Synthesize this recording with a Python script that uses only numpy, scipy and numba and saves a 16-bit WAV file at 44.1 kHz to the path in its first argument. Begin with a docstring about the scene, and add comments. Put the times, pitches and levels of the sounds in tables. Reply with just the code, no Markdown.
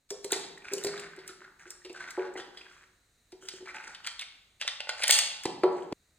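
"""Loading a pistol at a table

Close up, a plastic loader is worked off a pistol magazine, ticking against the brass, and put aside. The pistol
is picked up, the magazine chatters up the hollow grip and snaps home, and the gun is bumped down on the ringing
table. Hands and parts rub and creak between the clicks. A bare, live room answers every blow, until everything
breaks off abruptly at 5.93 s and leaves only a faint hiss."""
import sys
import numpy as np
from scipy import signal
from scipy.fft import rfft, irfft, next_fast_len
from scipy.io import wavfile
from scipy.ndimage import uniform_filter1d, minimum_filter1d
from numba import njit

SR = 44100
rng = np.random.default_rng(int(sys.argv[2]) if len(sys.argv) > 2 else 0)


def put_to_file(sound):
    """Save the sound as 16-bit audio at rate SR, in the file named by the first command-line argument."""
    columns = np.atleast_2d(sound).T  # one column per channel
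    safe = np.clip(columns, -1, 1)
    whole_steps = np.round(safe * 32767)
    wavfile.write(sys.argv[1], SR, whole_steps.astype(np.int16))


N = 272538
T = np.arange(N) / SR
SCUFF_LEAD_S = 0.015  # a scuff runs this far ahead of each click
SLIDE_START_S, SEATED_S, LATCH_S = 4.982, 5.1, 5.1087  # the magazine slides, seats and is caught


def pistol(chatter_count=8):
    """Loose contacts rebound; the magazine chatters ever louder up the well until the catch snaps."""
    # steel clicks, and a woody crack as the pistol hits the table:
    # start_s, level_db, treble_db, band_hz, band_lift_db
    clicks = [(3.3198, -51.5, -1.5, 4000, 0), (3.4859, -34.5, 0, 4000, 3.5), (3.947, -37.5, -11, 3700, 4),
              (4.045, -40, -11, 3100, 7), (4.065, -33, -5, 2800, 1), (4.071, -26.5, -4, 1500, 10),
              (4.1932, -35, -3, 3600, 9.5), (4.211, -40, 0, 2760, 12), (4.219, -34.5, -9.5, 2270, 10),
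              (4.6125, -27, -6.5, 2800, 9), (4.623, -30.5, -17, 2200, -7), (4.677, -22, -8, 3750, 7),
              (4.8034, -32, -9.5, 2900, 8.5), (4.8918, -25.5, -7, 1500, 6), (4.898, -32, -14, 3500, 0.5),
              (5.0215, -26.5, -9, 2500, 11.5), (5.0349, -25.5, 1.5, 9800, 6.5),
              (5.0388, -19, -13.5, 2200, 3), (5.072, -32.5, -3, 3000, 12.5), (5.079, -26, 7.5, 9000, 7),
              (5.0926, -19, -11, 2050, 10.5), (5.1015, -21.5, -2, 2190, 13.5),
              (5.1105, -29, -12.5, 1920, 12.5), (5.188, -20, 4, 2000, 1.5), (5.435, -39, 2, 8000, -1.5),
              (5.4542, -28.5, -4.5, 2500, -3.5), (5.6349, -33.5, -10, 1322, 16.5),
              (5.9235, -40, -9, 2700, 4.5)]
    # loose parts touch again, softer and duller
    rebounds = [(s + 0.007, db - 6.5, treble_db - 15.5, *band) for s, db, treble_db, *band in clicks]
    travel = (np.arange(chatter_count) + rng.random(chatter_count)) / chatter_count
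    chatter = [(SLIDE_START_S + x * (LATCH_S - SLIDE_START_S), -43 + 7 * x, -4, 2480, 8) for x in travel]
    latch = (LATCH_S, -5.5, 7, 3430, 6)
    out = np.zeros(N)
    for s, *blow in [*clicks, *rebounds, *chatter, latch]:
        add(out, s - SCUFF_LEAD_S, pistol_click(s, *blow))
    return out


def pistol_click(s, db, treble_db, band_hz, lift_db, crack_db=7, ring_db=-20.5):
    """One click or crack; the hand-damped parts sing on briefly, in a different mix after every blow."""
    # modes of slide, frame and magazine tube: pitch_hz, level_db, t60_s
    modes = [(1490, -6, .15), (1992, -6, .2), (2378, -2, .2), (3120, 1, .25), (3236, -1, .2),
             (3990, -6, .1), (6159, -9, .2), (8057, -6, .2), (8327, -7, .3), (8513, -7, .25),
             (8727, -9, .2), (9092, -9, .2)]
    # tone of the attack: frequency_hz, level_db
    tone = [(150, -8.5), (450, 8.5), (880, -4.5), (1150, -7.5), (2000, 0), (3100, -1), (4000, -1),
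            (5000, 3), (6300, -3), (8500, -4.5), (10200, -8), (12100, -17), (14200, -19), (16500, -28)]
    t60 = 0.022 * 2 ** ((-28.5 - db) / 29.5)  # firmer blows are shorter
    # lowest body resonance: parts apart, parts joined, then the small, stiff catch
    body_hz = 1300 if s < SEATED_S else 840 if s < LATCH_S else 1280
    tone = favour(tone, band_hz, lift_db)
    attack = crack(db + crack_db, treble_db, t60, tone, rise_s=0.00081, top_share=.8)
    out, t = np.zeros(SR // 2), T[:SR // 3]
    add(out, 0, high_pass(attack, body_hz, order=3))
    for (hz, mode_db, mode_t60), chance in zip(modes, rng.random(len(modes))):
        level_db = db + ring_db + mode_db + treble_db * (hz > 5400)
        add(out, SCUFF_LEAD_S, (1 + chance) / 2 * ping(t, hz, level_db, mode_t60))
    return out


def grip_knocks(pivot_hz=860):
    """The magazine knocks on the wall of the hollow grip."""
    # knocks in the well: start_s, level_db, tilt_db_per_octave
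    knocks = [(4.615, -52, -14), (4.649, -46, -9), (4.804, -44.5, -14.5), (4.872, -44, 3),
              (4.8925, -34, 5.5), (4.932, -52, -1), (5.003, -41, -6), (5.039, -38, -2), (5.0945, -28, -0.5)]
    # modes of the hollow grip: pitch_hz, level_db, t60_s
    modes = [(614, -2, .034), (753, 1, .016), (870, -3, .06), (1080, -9, .03), (1469, -2, .069),
             (1950, -7.5, .05), (2110, -3.5, .05)]
    out, t = np.zeros(N), T[:SR // 4]
    for s, db, tilt in knocks:
        for hz, mode_db, t60 in detuned(modes):
            add(out, s, ping(t, hz, db + mode_db + tilt * np.log2(hz / pivot_hz), t60))
    return high_pass(out, hz=423, order=5)


def loader(gain_db=5, stray_count=6):
    """The plastic loader ticks on the magazine lips and cartridges; the sharper a tick, the shorter."""
    # loader contacts: start_s, level_db, treble_db, band_hz, band_lift_db
    clicks = [(0.1048, -34, -1.5, 6150, 6), (0.244, -34, 0, 10100, 3.5), (.305, -36, -12, 1450, 18),
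              (.3193, -34.5, 14, 3840, 14), (.328, -22.5, -10.5, 4050, -2), (.4335, -39, -20, 8300, 7),
              (0.7354, -31.5, 9, 4060, 13), (.781, -40.5, 4.5, 2830, 22), (0.8376, -41.5, 14, 3800, 29),
              (.846, -30, 2, 1310, 9), (.868, -30.5, -5.5, 4470, 6.5), (.977, -40, -8, 3620, 10),
              (.997, -40, -2, 8550, 2), (1.1883, -47.5, -17, 1900, -3), (1.277, -42.5, 5.5, 9000, 2.5),
              (1.29, -39, -10, 1360, 16.5), (1.7046, -41.5, 4.5, 7850, 2.5),
              (1.8484, -39.5, -13.5, 2720, 11), (1.8952, -44.5, -13.5, 2580, 17),
              (2.1057, -38.5, 1, 2020, 12), (2.3728, -44.5, -16, 3000, 22), (2.3973, -40.5, -16, 3380, 9),
              (2.5728, -40.5, -15, 3200, 9.5)]
    # tone of the plastic: frequency_hz, level_db
    tone = [(150, -54), (600, -8.5), (1100, -9.5), (2100, -1.5), (2900, -8), (3900, -2), (5300, 4),
            (6500, -2), (7600, 2), (9800, -5), (11800, -9.5), (14000, -13), (16500, -29)]
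    # faint stray ticks while it is worked loose
    starts = 0.45 + 1.95 * (np.arange(stray_count) + rng.random(stray_count)) / stray_count
    strays = [(s, -57.5 - 5.5 * rng.uniform(-1, 1), 4, 8200, 4) for s in starts]
    out = np.zeros(N)
    for s, db, treble_db, band_hz, lift_db in [*clicks, *strays]:
        t60 = 0.039 * 2 ** (-treble_db / 10)
        tick_tone = favour(tone, band_hz, lift_db)
        tick = crack(db + gain_db, treble_db, t60, tick_tone, rise_s=0.00015, top_share=0.29)
        add(out, s - SCUFF_LEAD_S, tick)
    return out


def cartridge_clinks():
    """Brass cartridges ring high and short as the loader lets them go."""
    # brass touches: start_s, level_db
    clinks = [(0.1046, -37.5), (0.322, -18.5), (0.33, -37), (0.737, -69)]
    # modes of cartridges held in the magazine lips: pitch_hz, level_db, t60_s
    modes = [(3480, -12, .025), (3780, -8, .02), (3960, -6, .025), (6530, -8, .015), (7050, -4, .008),
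             (7500, -2, .009), (8000, -4, .008), (9280, -9, .015)]
    out, t = np.zeros(N), T[:SR // 4]
    for s, db in clinks:
        for hz, mode_db, t60 in detuned(modes):
            add(out, s, ping(t, hz, db + mode_db, t60))
    return high_pass(out, hz=2590)


def table_top(build_cycles=1.52, grip_scatter=0.011):
    """Knocks ring the table; a long, soft contact skips the upper modes and a resting hand damps them."""
    # knocks on the table, and two short echoes just after hard knocks:
    # start_s, level_db, contact_ms, ring_ratio
    knocks = [(.107, -32, 1.4, 1.26), (.244, -28.5, 1.1, 0.59), (0.3233, -15, 0.46, 0.12),
              (.359, -25.5, 0.69, 0.27), (0.714, -34, 2.4, 1.3), (0.732, -22.5, 1.05, 0.27),
              (0.767, -28.5, 0.91, 0.49), (.845, -20, 0.79, 0.315), (0.862, -25.5, 2.8, 0.66),
              (0.887, -33, 1.8, 0.77), (1.039, -47, 1.8, 0.14), (1.178, -35.5, 0.77, 0.35),
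              (1.293, -40.5, 2.2, 0.46), (1.409, -50, 3, .6), (1.657, -48, 4.4, 1.4),
              (1.847, -39.5, 0.78, 1), (1.897, -31, 0.62, 0.37), (2.175, -23.5, 0.31, 1.3),
              (2.355, -25, 0.16, 0.11), (2.371, -32, 0.4, 0.24), (2.391, -31, .2, 0.22),
              (3.326, -36.5, 1, 0.43), (3.427, -45, 3.5, 0.96), (3.535, -36.5, 1.8, 0.31),
              (3.605, -39, 0.72, 0.49), (3.624, -36.5, 1, 0.34), (5.4544, -7.5, .73, 0.07),
              (5.49, -22.5, 0.57, .2), (5.634, -11, 0.1, 0.75), (5.917, -26, 1.4, 0.17),
              (5.924, -11, 0.58, 0.15)]
    # modes of the table top: pitch_ratio, level_db, t60_s
    modes = [(0.995, -5, 0.23), (1.01, -3, 0.26), (1.119, -10, 0.28), (1.259, -7.5, 0.17),
             (1.54, -7, 0.095), (1.95, -8.5, 0.06), (2.32, -7, 0.081), (2.64, -17.5, 0.34),
             (3.1, -13.5, 0.08), (3.62, -3, 0.021)]
    # lowest mode, higher while the hands bear down on the loader: time_s, pitch_hz
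    pitch = [(.1, 408.3), (.4, 402), (.9, 399.2), (1.2, 366.4), (2.2, 365.7), (3.4, 371.6), (5.6, 367)]
    # the many heavily damped modes between the strong ones: frequency_hz, level_db
    clunk_tone = [(100, -28.5), (250, -20), (480, 3.5), (750, 1.5), (1300, -10.5), (2200, -6), (5000, -42)]
    out, t = np.zeros(N), T[:SR // 2]
    for s, db, contact_ms, ring_ratio in knocks:
        hz = np.interp(s, *np.transpose(pitch))
        # the grip shifts the pitch, most in slow, soft contacts
        hz *= 1 + grip_scatter * min(contact_ms, 1) * rng.standard_normal()
        ring = np.zeros(len(t))
        for ratio, mode_db, t60 in modes:
            bloom = 1 - np.exp(-t * hz * ratio / build_cycles)
            ring += bloom * ping(t, hz * ratio, mode_db, t60 * ring_ratio)
        clunk = undb(-10) * fade(t, t60=0.036) * unit(colour(rng.standard_normal(len(t)), clunk_tone))
        thud = ping(t, hz=165, db=-24, t60=0.023)  # the whole table nods under the blow
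        body = high_pass(ring, hz=305, order=3) + clunk + high_pass(thud, hz=133)
        push = t * np.exp(-2 * t / (contact_ms / 1000))
        push /= abs(np.sum(push * np.exp(2j * np.pi * hz * t)))  # unity gain at the lowest mode
        add(out, s, undb(db) * signal.fftconvolve(body, push)[:len(t)])
    return out


def creaks(slip_s=0.0019, step_db=-3, octaves=0.093, count=4):
    """A fingertip or an edge sticks and lets go: a few uneven, fading slips into a damped resonance."""
    # sticking points: start_s, level_db, pitch_hz
    sticks = [(0.5745, -40.5, 1965), (0.6214, -43, 2380), (0.6524, -40, 2430), (0.9391, -35.5, 1290),
              (0.9754, -35, 1630), (1.0663, -39, 1540), (1.134, -37, 1550), (1.261, -52, 1600),
              (1.4185, -37.5, 1540), (1.4481, -41, 1570), (1.4778, -43, 1490), (1.609, -44.5, 1570),
              (1.6551, -39.5, 1640), (1.7525, -48, 1520), (1.8175, -50, 1750), (1.947, -39, 1510),
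              (2.006, -29, 1460), (2.1496, -43, 1550), (2.2779, -50, 1640), (2.3613, -33.5, 1910),
              (2.3979, -33.5, 1630), (2.612, -39, 2556), (2.665, -42, 1550), (2.712, -47, 1400),
              (2.765, -43.5, 1430), (3.6893, -33, 2030), (3.7517, -41, 1460), (3.8005, -38, 1520),
              (3.904, -42, 1440), (4.0028, -42, 1580)]
    out, t = np.zeros(N), T[:SR // 25]
    for s, db, hz in sticks:
        wait, bend = rng.random((2, count))
        for k in range(count):
            slip_hz = hz * 2 ** (octaves * (2 * bend[k] - 1))
            add(out, s + slip_s * (k + wait[k] / 2), ping(t, slip_hz, db + k * step_db, t60=0.014))
    return high_pass(out, hz=905)


def rubs(gain_db=1, grain_db=2.5, judder_db=4.5, judder_hz=130, edge_s=0.019, scratch_db=11):
    """Sliding contact: dense tiny slips of uneven size come in jerks, with single scratches on top."""
    # skin, sleeve and parts sliding: start_s, end_s, level_db, treble_db, band_hz, band_lift_db
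    strokes = [(0.639, 0.752, -43.5, -2.5, 2450, 10.5), (0.762, 1.073, -48, -3, 2130, 8),
               (1.055, 1.344, -58, -29, 1980, 12), (1.399, 1.482, -55, -10, 1890, 12.5),
               (1.588, 1.743, -57.5, 4, 2240, 1), (1.94, 2.12, -45, -4.5, 2200, 0.5),
               (2.132, 2.299, -49.5, -10, 1600, 6), (2.364, 2.419, -43.5, 0.5, 1810, -1),
               (2.538, 2.859, -61.5, 3.5, 2740, 5), (3.407, 3.604, -56.5, 14, 3110, 19.5),
               (3.649, 3.726, -44.5, -4.5, 2300, 12), (3.738, 3.794, -40.5, -3.5, 844, 15),
               (3.787, 3.946, -49, 0.5, 1780, -3.5), (4.036, 4.093, -48.5, 5, 2470, 6.5),
               (4.974, 5.06, -48, 9.5, 2600, 5), (5.07, 5.098, -42, -11, 2287, 2),
               (5.716, 5.865, -58, 3.5, 7900, 2.5)]
    # tone of the friction: frequency_hz, level_db
    tone = [(120, -10), (500, -5), (850, -1), (1100, -6.5), (1480, 13.5), (1850, 2), (2300, 0.5),
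            (3200, -7), (5500, -2), (8500, -9.5), (10500, -17), (12000, -40), (15000, -34)]
    slips = rng.standard_normal(N)
    slips *= np.repeat(undb(grain_db * rng.standard_normal(N // 20 + 1)), 20)[:N]
    jerks = np.interp(T * judder_hz, np.arange(N), rng.standard_normal(N))
    slips *= undb(judder_db * jerks)
    out = np.zeros(N)
    for start, end, db, treble_db, band_hz, lift_db in strokes:
        t = T[:int((end - start) * SR)]
        pressure = np.clip(np.minimum(2 * t, t[-1] - t) / edge_s, 0, 1)
        friction = unit(slips[int(start * SR):][:len(t)])
        stroke = colour(friction, favour(tone, band_hz, lift_db), treble_db)
        stroke += undb(scratch_db) * scratches(end - start)
        add(out, start, undb(db + gain_db) * pressure * stroke)
    return out


def scratches(seconds, per_s=85, centre_hz=1800, octaves=0.3, scatter_db=5, count=64):
    """A rubbing edge sticks and slips at an uneven pace; each scratch has its own pitch and size."""
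    out, t = np.zeros(N), T[:SR // 25]
    starts = np.cumsum(rng.gamma(2, .5, count)) / per_s
    bends, sizes = rng.standard_normal((count, 2)).T
    for s, bend, size in zip(starts, bends, np.clip(sizes, -2, 1)):
        if s < seconds:
            add(out, s, ping(t, centre_hz * 2 ** (octaves * bend), scatter_db * size, t60=0.0065))
    return high_pass(out[:int(seconds * SR)], hz=1140)


def room_response(gap_s=0.011, build_s=0.002, early_share=0.4, bands=14):
    """Soft early reflections, then the walls answer in full after a short gap; the treble dies first."""
    # decay of the bare room: frequency_hz, t60_s
    decay = [(150, 1.8), (400, .85), (1000, .81), (2500, .72), (4000, .76), (5500, .53), (8000, .47),
             (14000, .3)]
    # tone of the reverb: frequency_hz, level_db
    tone = [(60, -20.5), (165, 10), (370, -2.5), (800, 5.5), (2000, -0.5), (4000, 2), (8000, -0.5),
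            (11000, -2), (15000, -12.5)]
    t = T[:SR * 3 // 2]
    hz = np.arange(len(t) // 2 + 1) * SR / len(t)
    spectrum = rfft(rng.standard_normal(len(t))) * undb(along(tone, hz))
    swell = early_share + (1 + np.tanh((t - gap_s) / build_s)) / 2
    centres = np.geomspace(100, 16000, bands)
    out = 0
    for centre, pick in zip(centres, np.eye(bands)):
        band = irfft(spectrum * along(np.c_[centres, pick], hz), len(t))
        envelope = fade(t, along(decay, centre)) * swell
        out = out + band * envelope / np.sqrt(np.sum(envelope ** 2))
    return out


def hiss(level_db=-70.5, first_touch_s=0.105, opening_db=-6.5):
    """Faint steady room noise, fainter still before the first touch."""
    # noise floor: frequency_hz, level_db
    tone = [(15, -35.5), (25, -6), (78, -5.5), (120, -13), (754, -23), (818, -27), (2000, -21), (3340, -31),
            (3920, -17.5), (5140, -31.5), (6560, -22.5), (9840, -28), (11600, -53.5), (13600, -29),
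            (16000, -42)]
    gain = undb(along(tone, np.arange(N // 2 + 1) * SR / N))
    mid, side = (unit(irfft(rfft(rng.standard_normal(N)) * gain, N)) for _ in range(2))
    return undb(level_db + opening_db * (T < first_touch_s)) * spread(mid, side, wide_hz=1200, width=0.64)


def microphone_ports(x):
    """Sound reaches the left port a little before the right one."""
    # phase between the two ports: frequency_hz, left_lead_rad
    phase = [(20, 0), (1200, 0), (2500, .8), (4000, 1.3), (5300, 3.1), (7500, 5.7), (9000, 6.7),
             (11800, 9.4), (13800, 12.2), (16400, 12.8)]
    size = next_fast_len(N + SR // 10)
    lead = along(phase, np.arange(size // 2 + 1) * SR / size)
    return irfft(rfft(x, size) * np.exp(.5j * np.array([lead, -lead])), size)[:, :N]


def crack(db, treble_db, t60, tone, rise_s, top_share, scuff_db=-21, scuff_s=0.013):
    """A faint scuff as parts meet, then dense, heavily damped resonances from SCUFF_LEAD_S on."""
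    t = T[:SR // 10] - SCUFF_LEAD_S
    after = np.maximum(t, 0)
    blow = fade(after, t60) * (1 - np.exp(-after / rise_s))
    envelope = blow / blow.max() + undb(scuff_db) * np.exp(-np.abs(t) / scuff_s)
    burst = unit(rng.standard_normal(len(t)) * envelope) * np.sqrt(np.mean(envelope ** 2))
    return undb(db) * colour(burst, tone, treble_db, top_share=top_share)


def colour(x, tone, treble_db=0, top_share=0.5, treble_hz=5400, top_hz=12000, size=512):
    """Filter to a tone curve; treble_db brightens or dulls the sound, the very top most."""
    hz = np.arange(size // 2 + 1) * SR / size
    treble, top = ((1 + np.tanh((hz - edge) / 900)) / 2 for edge in (treble_hz, top_hz))
    cepstrum = irfft(np.log(undb(along(tone, hz) + treble_db * (treble + top_share * top))))
    # minimum phase: nothing rings ahead of the attack
    cepstrum[1:size // 2] *= 2
    cepstrum[size // 2 + 1:] = 0
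    return signal.fftconvolve(x, irfft(np.exp(rfft(cepstrum))))[:len(x)]


def favour(tone, band_hz, lift_db, octaves=0.13):
    """The place of contact favours one band of a part's tone curve."""
    hz = np.geomspace(80, 17000, 160)
    bell = np.exp(-.5 * (np.log2(hz / band_hz) / octaves) ** 2)
    return np.c_[hz, along(tone, hz) + lift_db * (bell - 0.15)]


def detuned(modes, scatter=0.011):
    """A part rings a little differently at every touch."""
    return [(hz * (1 + scatter * rng.standard_normal()), db, t60) for hz, db, t60 in modes]


def ping(t, hz, db, t60):
    """One struck mode: a decaying sine."""
    return undb(db) * fade(t, t60) * np.sin(2 * np.pi * hz * t)


def high_pass(x, hz, order=2):
    """A small body radiates little below its lowest resonance."""
    return signal.sosfilt(signal.butter(order, hz, "high", fs=SR, output="sos"), x)


def spread(mid, side, wide_hz, width, narrow_hz=5000):
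    """Stereo that is narrow in the bass and high treble, and wider between."""
    side = width * signal.sosfilt(signal.butter(1, [wide_hz, narrow_hz], "band", fs=SR, output="sos"), side)
    return np.array([mid + side, mid - side])


def undb(db):
    """Decibels to gain."""
    return 10 ** (np.asarray(db) / 20)


def along(points, hz):
    """Read (Hz, value) points on a log-frequency axis."""
    f, value = np.transpose(points)
    return np.interp(np.log(np.maximum(hz, 1)), np.log(f), value)


def fade(t, t60):
    """Ring-down of 60 dB in t60 seconds."""
    return np.exp(-np.log(1000) * t / max(t60, 1e-3))


def unit(x):
    """Scale to rms 1."""
    return x / np.sqrt(np.mean(x ** 2))


def add(track, s, x):
    """Mix x into the track from time s on."""
    i = int(s * SR)
    track[i:i + len(x)] += x[:N - i]


@njit
def peak_follower(x, keep):
    """Jumps to each peak and sinks back."""
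    out, level = np.empty(len(x)), 0.
    for i in range(len(x)):
        level = max(x[i], level * keep)
        out[i] = level
    return out


def scene(room_db=-6, pistol_send_db=-1.5, stop_s=5.929):
    """The handling and its reverb, which break off abruptly at stop_s, over the hiss."""
    gun = pistol()
    handling = loader() + grip_knocks() + cartridge_clinks() + table_top() + rubs() + creaks()
    send = undb(pistol_send_db) * gun + handling  # held up near the microphone, the pistol is drier
    mid, side = (signal.fftconvolve(send, room_response())[:N] for _ in range(2))
    reverb = undb(room_db) * spread(mid, side, wide_hz=550, width=0.58)
    cut = fade(np.maximum(T - stop_s, 0), t60=0.0076)
    return microphone_ports(gun + handling + reverb) * cut + hiss()


def record(dry, ceiling=0.88, release_s=0.012, top_hz=16400):
    """A fast limiter ducks the loudest snap; the very top is cut."""
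    peaks = peak_follower(np.abs(dry).max(axis=0), np.exp(-1 / (release_s * SR)))
    gain = ceiling / np.maximum(peaks, ceiling)
    gain = uniform_filter1d(minimum_filter1d(gain, size=65), size=65)  # eases in just ahead of the peak
    return signal.sosfilt(signal.ellip(8, .2, 70, top_hz, fs=SR, output="sos"), dry * gain)


dry = scene()
out = record(dry)
put_to_file(out)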